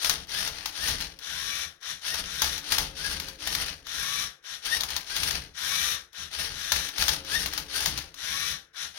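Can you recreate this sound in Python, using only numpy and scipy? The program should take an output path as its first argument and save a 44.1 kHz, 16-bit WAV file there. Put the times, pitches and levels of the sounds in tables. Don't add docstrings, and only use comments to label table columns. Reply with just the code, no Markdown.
import sys
import numpy as np
from scipy import signal
from scipy.fft import rfft, irfft, next_fast_len
from scipy.io import wavfile
from scipy.ndimage import map_coordinates

SR = 44100
rng = np.random.default_rng(int(sys.argv[2]) if len(sys.argv) > 2 else 0)


def int16_out(signal):
    q = np.round(np.clip(np.atleast_2d(signal).T, -1, 1) * 32767)
    wavfile.write(sys.argv[1], SR, q.astype(np.int16))


N = 396018

# start t/s, slack until the teeth bite t/s, braking t/s,
# full-speed tooth rate f/Hz, whine level/dB, gear level/dB, rumble level/dB
TURNTABLE_MOVES = [(1.2, 0, 1.624, 1177, 0, -35.5, -51), (1.81, 0.0, 1.898, 1102, -4.0, -33.5, -50),
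                   (2.22, 0.0052, 2.545, 1205.0, -7.0, -35, -47), (3.82, 0.029, 4.226, 1174, 0, -33.5, -49),
                   (4.428, 0.0033, 4.52, 1101, -4.0, -36, -55.0), (5.495, 0.05, 5.92, 1207, 0, -31, -47.5),
                   (6.13, 0.0002, 6.207, 1099, -3.0, -35.5, -44.5),
                   (6.48, 0.027, 6.85, 1212, -7.0, -35, -53.0), (8.1, 0.059, 8.51, 1174, 0, -33.5, -48),
                   (8.737, 0.0034, 8.82, 1103, -5, -33, -51)]
ARM_STROKES = [(-0.05, 0.037, 0.1, 930.5, -8.0, -30.1, -44.5), (0.255, 0.03, 0.45, 908.5, -0.5, -32.5, -44),
               (0.72, 0.013, 0.93, 971, -2, -33.5, -45), (1.98, 0.037, 2.187, 954, -1, -33.0, -48),
               (2.63, 0.001, 2.82, 900.4, -4, -33.5, -48), (2.92, 0.034, 3.13, 865.3, -1, -32.5, -42),
               (3.37, 0.02, 3.603, 958, -4, -33.5, -43), (4.61, 0.013, 4.77, 967, 2, -32, -45.5),
               (5.02, 0.043, 5.291, 851, -2, -33.0, -47), (6.28, 0.03, 6.478, 950.5, -2.0, -35, -46.3),
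               (6.93, 0.0019, 7.14, 891.3, -6.0, -34, -49), (7.24, 0.014, 7.42, 957, 1, -31, -40.5),
               (7.655, 0.031, 7.884, 855.0, -5.0, -32.5, -47.5),
               (8.94, 0.007, 9.1, 951, -4.0, -35.5, -58.2)]
# multiple of rotor speed, level/dB
TURNTABLE_TONES = [(10, -1), (16, -6), (20, 0), (22, -8), (30, -6), (32, -4), (50, -8)]
ARM_TONES = [(10, -15), (20, 0), (30, -8), (38, -10), (40, -4), (50, -13)]
# f/Hz, width f/Hz, boost level/dB
HOUSING_RESONANCES = [(1595, 80, 7), (1870, 90, 2), (2320, 57, 3.5)]
# f/Hz, relative level/dB
TURNTABLE_COLOUR = [(150, -53), (250, -31), (672, -15), (772, -16.5), (1150, -10), (1550, -2.5),
                    (1840, -2.5), (2000, -9), (2340, -7.5), (2740, -8), (3620, 1.5), (4610, -8.5),
                    (5880, -0.5), (7490, -18), (10600, -10), (15800, -24)]
ARM_COLOUR = [(130, -39), (220, -15.5), (288, -29), (338, -14.5), (841, -9), (1040, -9), (1820, -1),
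              (2210, -4.5), (4680, 0), (6120, -3.5), (7590, -21), (9240, -8), (11000, -12), (15800, -22.5)]
CLACK_COLOUR = [(180, -38), (300, -22), (867, -4), (1310, -2.5), (1680, -0.5), (2550, -4.5), (3730, 1.5),
                (5840, 0.5), (6560, -1.5), (7620, -15.5), (10600, -6.5), (15800, -10.5)]
# start t/s, length t/s, level/dB
SCRAPE_EVENTS = [(0.518, 0.18, -44.1), (0.826, 0.078, -35.5), (0.987, 0.045, -38), (2.429, 0.035, -36.5),
                 (2.702, 0.03, -31.5), (3.214, 0.076, -43), (3.647, 0.048, -38.5), (4.881, 0.09, -38.5),
                 (5.322, 0.051, -36.5), (6.387, 0.035, -35), (6.726, 0.054, -36), (6.985, 0.033, -29.5),
                 (7.509, 0.082, -40.5), (7.95, 0.037, -38)]
# t/s, relative level/dB
CLACK_EVENTS = [(0.0463, -12.5), (0.0956, -10), (0.271, -41), (0.2932, -37), (0.4755, -19.5),
                (0.6582, -16.8), (0.8847, -15.7), (1.0091, -23), (1.189, -33), (2.143, -20), (2.4194, -10),
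                (2.4431, -17), (2.579, -22.5), (2.7213, -11.5), (2.783, -10), (3.1998, -21.5),
                (3.285, -26.0), (3.473, -15), (3.5506, -16), (3.6611, -26.5), (3.868, -32), (4.8079, -16.5),
                (4.8346, -16.5), (4.9036, -22), (4.9643, -15.5), (5.1641, -15.5), (5.2325, -16),
                (5.3085, -17.1), (6.1307, -39.9), (6.7197, -8), (6.8876, -24.4), (6.982, -17.5),
                (7.0238, -12.5), (7.0819, -10.5), (7.0914, -13.2), (7.248, -32.8), (7.4599, -16.5),
                (7.5352, -20.2), (7.5774, -15), (7.8053, -19), (7.859, -12), (7.9766, -20.1),
                (8.1424, -34.5)]
# t/s, thud level/dB, hum level/dB
JOLT_EVENTS = [(.0955, -46, -62.5), (2.419, -25.5, -55.5), (6.718, -28.5, -55.5)]
# f/Hz, level/dB, 60 dB decay t/s
CUBE_MODES = [(643, -16, 0.079), (876, 0, 0.072), (994, -16, 0.055), (1100, -16, 0.055)]
# f/Hz, level/dB
HUM_TONES = [(284, -4.5), (312, -7), (352, -12), (442, -10), (538, -8)]
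# t/s, level/dB
THUMP_EVENTS = [(0.078, -35.5), (0.876, -31), (1.333, -42.5), (2.184, -37.5), (2.411, -33), (2.785, -31.5),
                (3.182, -40), (3.563, -39), (3.96, -43), (5.188, -31.5), (5.292, -33.5), (5.353, -40),
                (6.486, -39), (6.715, -35), (7.081, -31.9), (7.318, -42), (7.571, -39), (7.857, -30.8),
                (7.92, -40)]
# f/Hz, relative level/dB
TABLE_COLOUR = [(13, -22), (22, -6.5), (60, 2.5), (80, 1), (103, -11.5), (145, -4.5), (188, -7),
                (241, -20.5), (286, -10), (336, -23.5), (420, -17), (550, -23), (920, -120)]
# f/Hz, 60 dB decay t/s
ROOM_DECAY = [(100, 0.46), (320, 0.95), (800, 0.38), (4000, 0.083), (14000, 0.1)]
# f/Hz, relative level/dB
AIR_COLOUR = [(18, -31), (30, 4), (795, -16), (1530, 13), (2150, 5), (3640, -13), (5990, -10), (7390, -40),
              (15800, -33)]
# f/Hz, level/dB
LEFT_OVER_RIGHT = [(60, 3.5), (92, 1), (140, 3), (210, -2.5), (330, 0.5), (500, 5), (770, 2.5), (1170, 7.5),
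                   (1790, 6.5), (2740, 8), (4190, 14.5), (6410, 15), (9810, -2.5), (15000, 13.5)]
# f/Hz, share from 0 to 1
PORT_LIKENESS = [(60, 0.83), (150, 0.96), (400, 0.68), (1000, 0.38), (3000, 0.29), (12000, 0.085)]

TEETH = 10
TOUCH_S, SOFT_START = 0.013, 1.67
BRIGHTEN, EASY_DB = 1, -34.5
RADIATES_HZ = 1090
TURN_LOW_CUT_HZ = 54
TOP_HZ = 15900


def drives():
    spin = tooth_rate(TURNTABLE_MOVES, spin_up=.085, coast=.2, flutter=.004)
    swing = tooth_rate(ARM_STROKES, spin_up=.04, coast=.12, flutter=.012)
    turning = effort(TURNTABLE_MOVES, rise=0.063, fall_db_per_s=258, coast=0.029)
    swinging = effort(ARM_STROKES, rise=0.034, fall_db_per_s=172, coast=0.0051)
    swinging *= amp(1.5 * wobble(45))
    rubbing = scraping()
    gears = turning * turntable(spin) + swinging * arm(swing) + rubbing * scrape()

    load_db = 10 * np.log10(turning ** 2 + swinging ** 2 + rubbing ** 2 + 1e-12)
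    treble = filtered(gears, lambda hz: 1 / (1 + (9000 / (hz + 1)) ** 4))
    treble_db = BRIGHTEN * np.clip(load_db - EASY_DB, -4, 4)
    return gears + treble * (amp(treble_db) - 1)


def turntable(rate):
    turns = rotor_turns(rate, slop=.012)
    drive = chatter(rate, scatter_db=3.5, slide=0.8, ring=0.0061)
    drive[0] = .8 * drive[0] + .6 * buzz(turns)
    drive = frame_echoes(drive, share=.1, t60=.06)
    gears = amp(-0.5) * coloured(drive, TURNTABLE_COLOUR)
    gears[0] += amp(-10.5) * whine(rate, turns, TURNTABLE_TONES, TURNTABLE_MOVES)
    return gears


def arm(rate):
    t, free = clock(), np.zeros(N)
    for start, *rest in ARM_STROKES:
        free += np.exp(-((t - start - .115) / .055) ** 2)
    turns = rotor_turns(rate, slop=.016)
    even = .15 + .35 * np.clip(free, 0, 1)
    drive = chatter(rate, scatter_db=4.5, slide=0.59, ring=0.0096)
    drive[0] = np.sqrt(1 - even) * drive[0] + np.sqrt(even) * buzz(turns)
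    drive = frame_echoes(drive, share=.08, t60=.05)
    gears = amp(-0.66 - 0.82 * free) * coloured(drive, ARM_COLOUR)
    gears[0] += amp(-16.5 + 12 * free) * whine(rate, turns, ARM_TONES, ARM_STROKES)
    return gears


def tooth_rate(moves, spin_up, coast, flutter):
    t, rate = clock(), np.zeros(N)
    for start, slack, brake, hz, *levels in moves:
        on = t > start
        speeding_up = 1 - np.exp(-(t[on] - start) / spin_up)
        braking = 1 + (np.maximum(t[on] - brake, 0) / coast) ** 2
        rate[on] = hz * speeding_up / braking
    return rate * (1 + flutter * wobble(60))


def effort(moves, rise, fall_db_per_s, coast):
    start, slack, brake, hz, whine_db, gear_db, rumble_db = np.transpose(moves)
    return swells(start + slack - TOUCH_S, brake, gear_db, rise, fall_db_per_s, SOFT_START, coast)


def rotor_turns(rate, slop):
    return np.cumsum(rate / TEETH) / SR + slop * wobble(170) / (2 * np.pi)


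def chatter(rate, scatter_db, slide, ring):
    strike_rate = rate + 200
    teeth = np.flatnonzero(np.diff(np.floor(np.cumsum(strike_rate) / SR)))
    scatter = 0.79 * wobble(200)[teeth] + 0.56 * rng.standard_normal(len(teeth))
    force_db = scatter_db * np.clip(scatter, -2, 2)
    blows = np.zeros(N)
    blows[teeth] = amp(force_db) ** 2 / strike_rate[teeth]
    t = np.arange(SR // 20) / SR
    energy = np.abs(signal.fftconvolve(blows, amp(-60 * t / ring) ** 2)[:N])
    level = np.sqrt(energy / energy.mean() + slide ** 2)
    return unit(level * rng.standard_normal((2, N)))


def buzz(turns, size=380):
    flaws = rng.standard_normal(size)
    return unit(map_coordinates(flaws, [turns % 1 * size], mode="grid-wrap"))


def whine(rate, turns, orders, moves):
    start, slack, brake, hz, whine_db, gear_db, rumble_db = np.transpose(moves)
    move = np.maximum(np.searchsorted(start, clock()) - 1, 0)
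    tones = np.zeros(N)
    for k, db in orders:
        pitch = k * rate / TEETH
        flare_db = sum(gain * np.exp(-((pitch - centre) / width) ** 2)
                       for centre, width, gain in HOUSING_RESONANCES)
        radiated = 1 / np.sqrt(1 + (RADIATES_HZ / (pitch + 1)) ** 10)
        level = radiated * amp(db + flare_db + 4 * wobble(45))
        tones += level * np.sin(2 * np.pi * k * turns + .5 * wobble(120))
    return amp(whine_db[move]) * tones * (rate / rate.max()) ** 2


def frame_echoes(x, share, t60):
    t = np.arange(SR // 25) / SR
    ring = rng.standard_normal((2, len(t))) * amp(-60 * t / t60)
    ring /= np.linalg.norm(ring, axis=1, keepdims=True)
    echoes = signal.fftconvolve(x, ring, axes=1)[:, :N]
    return np.sqrt(1 - share) * x + np.sqrt(share) * echoes


def scraping():
    start, length, db = np.transpose(SCRAPE_EVENTS)
    return swells(start, start + length, db, rise=0.0081, fall_db_per_s=178)


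def scrape():
    slips = chatter(np.full(N, 250.), scatter_db=4.5, slide=0.57, ring=0.011)
    return amp(1.0) * coloured(frame_echoes(slips, share=0.068, t60=0.071), ARM_COLOUR)


def clacks():
    t = np.arange(SR // 6) / SR
    cracks, knocks = np.zeros((2, N + SR)), np.zeros(N + SR)
    for s, db in CLACK_EVENTS:
        at = slice(round(s * SR), round(s * SR) + len(t))
        pins = amp(2.3 * map_coordinates(rng.standard_normal(80), [t * 400]))
        shape = amp(-60 * t / 0.03) + amp(-11.5) * pins * amp(-60 * t / 0.24)
        cracks[:, at] += amp(db - 9) * shape * rng.standard_normal((2, len(t)))
        knocks[at] += amp(db - 28.5) * cube_knock(t)
    for s, thud_db, hum_db in JOLT_EVENTS:
        knocks[round(s * SR):][:len(t)] += amp(thud_db) * cube_knock(t)
    strikes = coloured(cracks[:, :N], CLACK_COLOUR)
    strikes[0] += knocks[:N]
    return strikes


def cube_knock(t):
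    knock = np.zeros(len(t))
    for hz, db, t60 in CUBE_MODES:
        level = amp(db + rng.normal(0, 3.1) - 60 * t / t60)
        pitch = hz * (1 + rng.normal(0, 0.0077))
        knock += level * np.sin(2 * np.pi * pitch * t)
    return knock


def hum():
    t = clock()
    level = sum(amp(db) * np.clip((t - s) / 0.034, 0, 1) / (1 + ((t - s) / 1.28) ** 8)
                for s, thud_db, db in JOLT_EVENTS)
    tones = sum(amp(db + 3.5 * wobble(9)) * np.sin(2 * np.pi * hz * t + 1.7 * wobble(28))
                for hz, db in HUM_TONES)
    return level * tones


def rumble():
    s, db = np.transpose(THUMP_EVENTS)
    pushes = [rocking(ARM_STROKES, lag=0.018, fall_db_per_s=70),
              amp(-10) * scraping(),
              swells(s, s, db, rise=0.027, fall_db_per_s=124),
              np.full(N, amp(-77))]
    spinning = rocking(TURNTABLE_MOVES, lag=0.042, fall_db_per_s=210) * table_top()
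    spinning = filtered(spinning, lambda hz: 1 / np.sqrt(1 + (TURN_LOW_CUT_HZ / (hz + 1)) ** 4))
    return amp(-1.8) * (np.linalg.norm(pushes, axis=0) * table_top() + spinning)


def rocking(moves, lag, fall_db_per_s):
    start, slack, brake, hz, whine_db, gear_db, rumble_db = np.transpose(moves)
    return swells(start + slack + lag, brake + lag, rumble_db, 0.06, fall_db_per_s)


def table_top():
    return unit(coloured(rng.standard_normal((2, N)), TABLE_COLOUR))


def room(x):
    hz, t, z = signal.stft(rng.standard_normal((2, SR * 2 // 3)), SR, nperseg=256)
    decay = amp(-60 * t / along(ROOM_DECAY, hz)[:, None])
    tail = signal.istft(z * decay, SR, nperseg=256)[1]
    tail /= np.linalg.norm(tail[0])
    return signal.fftconvolve(np.pad(x, (300, 0))[None], tail, axes=1)[:, :N]


def quiet_air():
    return amp(-70.0) * coloured(rng.standard_normal((2, N)), AIR_COLOUR)


def ports(pair, lag_ms):
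    def mix(hz):
        alike = np.clip(along(PORT_LIKENESS, hz), 0, .99)
        right = amp(-along(LEFT_OVER_RIGHT, hz))
        shared = right * alike * np.exp(-2j * np.pi * hz * lag_ms / 10 ** 3)
        own = right * np.sqrt(1 - alike ** 2)
        matrix = np.array([[hz * 0 + 1, hz * 0], [shared, own]])
        return matrix * 2 / np.hypot(np.abs(1 + shared), own)
    return filtered(pair, mix).sum(axis=1)


def swells(starts, stops, levels_db, rise, fall_db_per_s, softness=1, coast=0):
    t, power = clock(), np.zeros(N)
    for start, stop, db in zip(starts, stops, levels_db):
        on = slice(*np.searchsorted(t, [start, stop + 1]))
        attack = (1 - np.exp((start - t[on]) / rise)) ** softness
        dying = np.hypot(np.maximum(t[on] - stop, 0), coast) - coast
        power[on] += (attack * amp(db - fall_db_per_s * dying)) ** 2
    return np.sqrt(power)


def amp(db):
    return 10 ** (np.asarray(db) / 20)


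def unit(x):
    return x / np.sqrt(np.mean(x ** 2) + 1e-20)


def clock():
    return np.arange(N) / SR


def along(points, hz):
    f, v = np.transpose(points)
    return np.interp(np.log(hz + 1), np.log(f + 1), v)


def wobble(rate):
    knots = rng.standard_normal(int(N * rate / SR) + 4)
    return map_coordinates(knots, [np.arange(N) * rate / SR])


def filtered(x, response):
    m = next_fast_len(N + SR // 2)
    return irfft(rfft(x, m) * response(np.fft.rfftfreq(m, 1 / SR)), m)[..., :N]


def coloured(x, spectrum, size=8192):
    gain = unit(amp(along(spectrum, np.fft.rfftfreq(size, 1 / SR))))
    cepstrum = irfft(np.log(gain + 1e-6))
    cepstrum[1:size // 2] *= 2
    cepstrum[size // 2 + 1:] = 0
    impulse = irfft(np.exp(rfft(cepstrum)))
    return signal.fftconvolve(x, impulse[None], axes=1)[:, :N]


def scene():
    robot = drives() + clacks()
    robot[0] += hum()
    answer = amp(-11.5) * room(robot[0])
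    return ports(robot + answer + rumble() + quiet_air(), lag_ms=.1)


def record(dry):
    return filtered(dry, lambda hz: hz < TOP_HZ)


dry = scene()
out = record(dry)
int16_out(out)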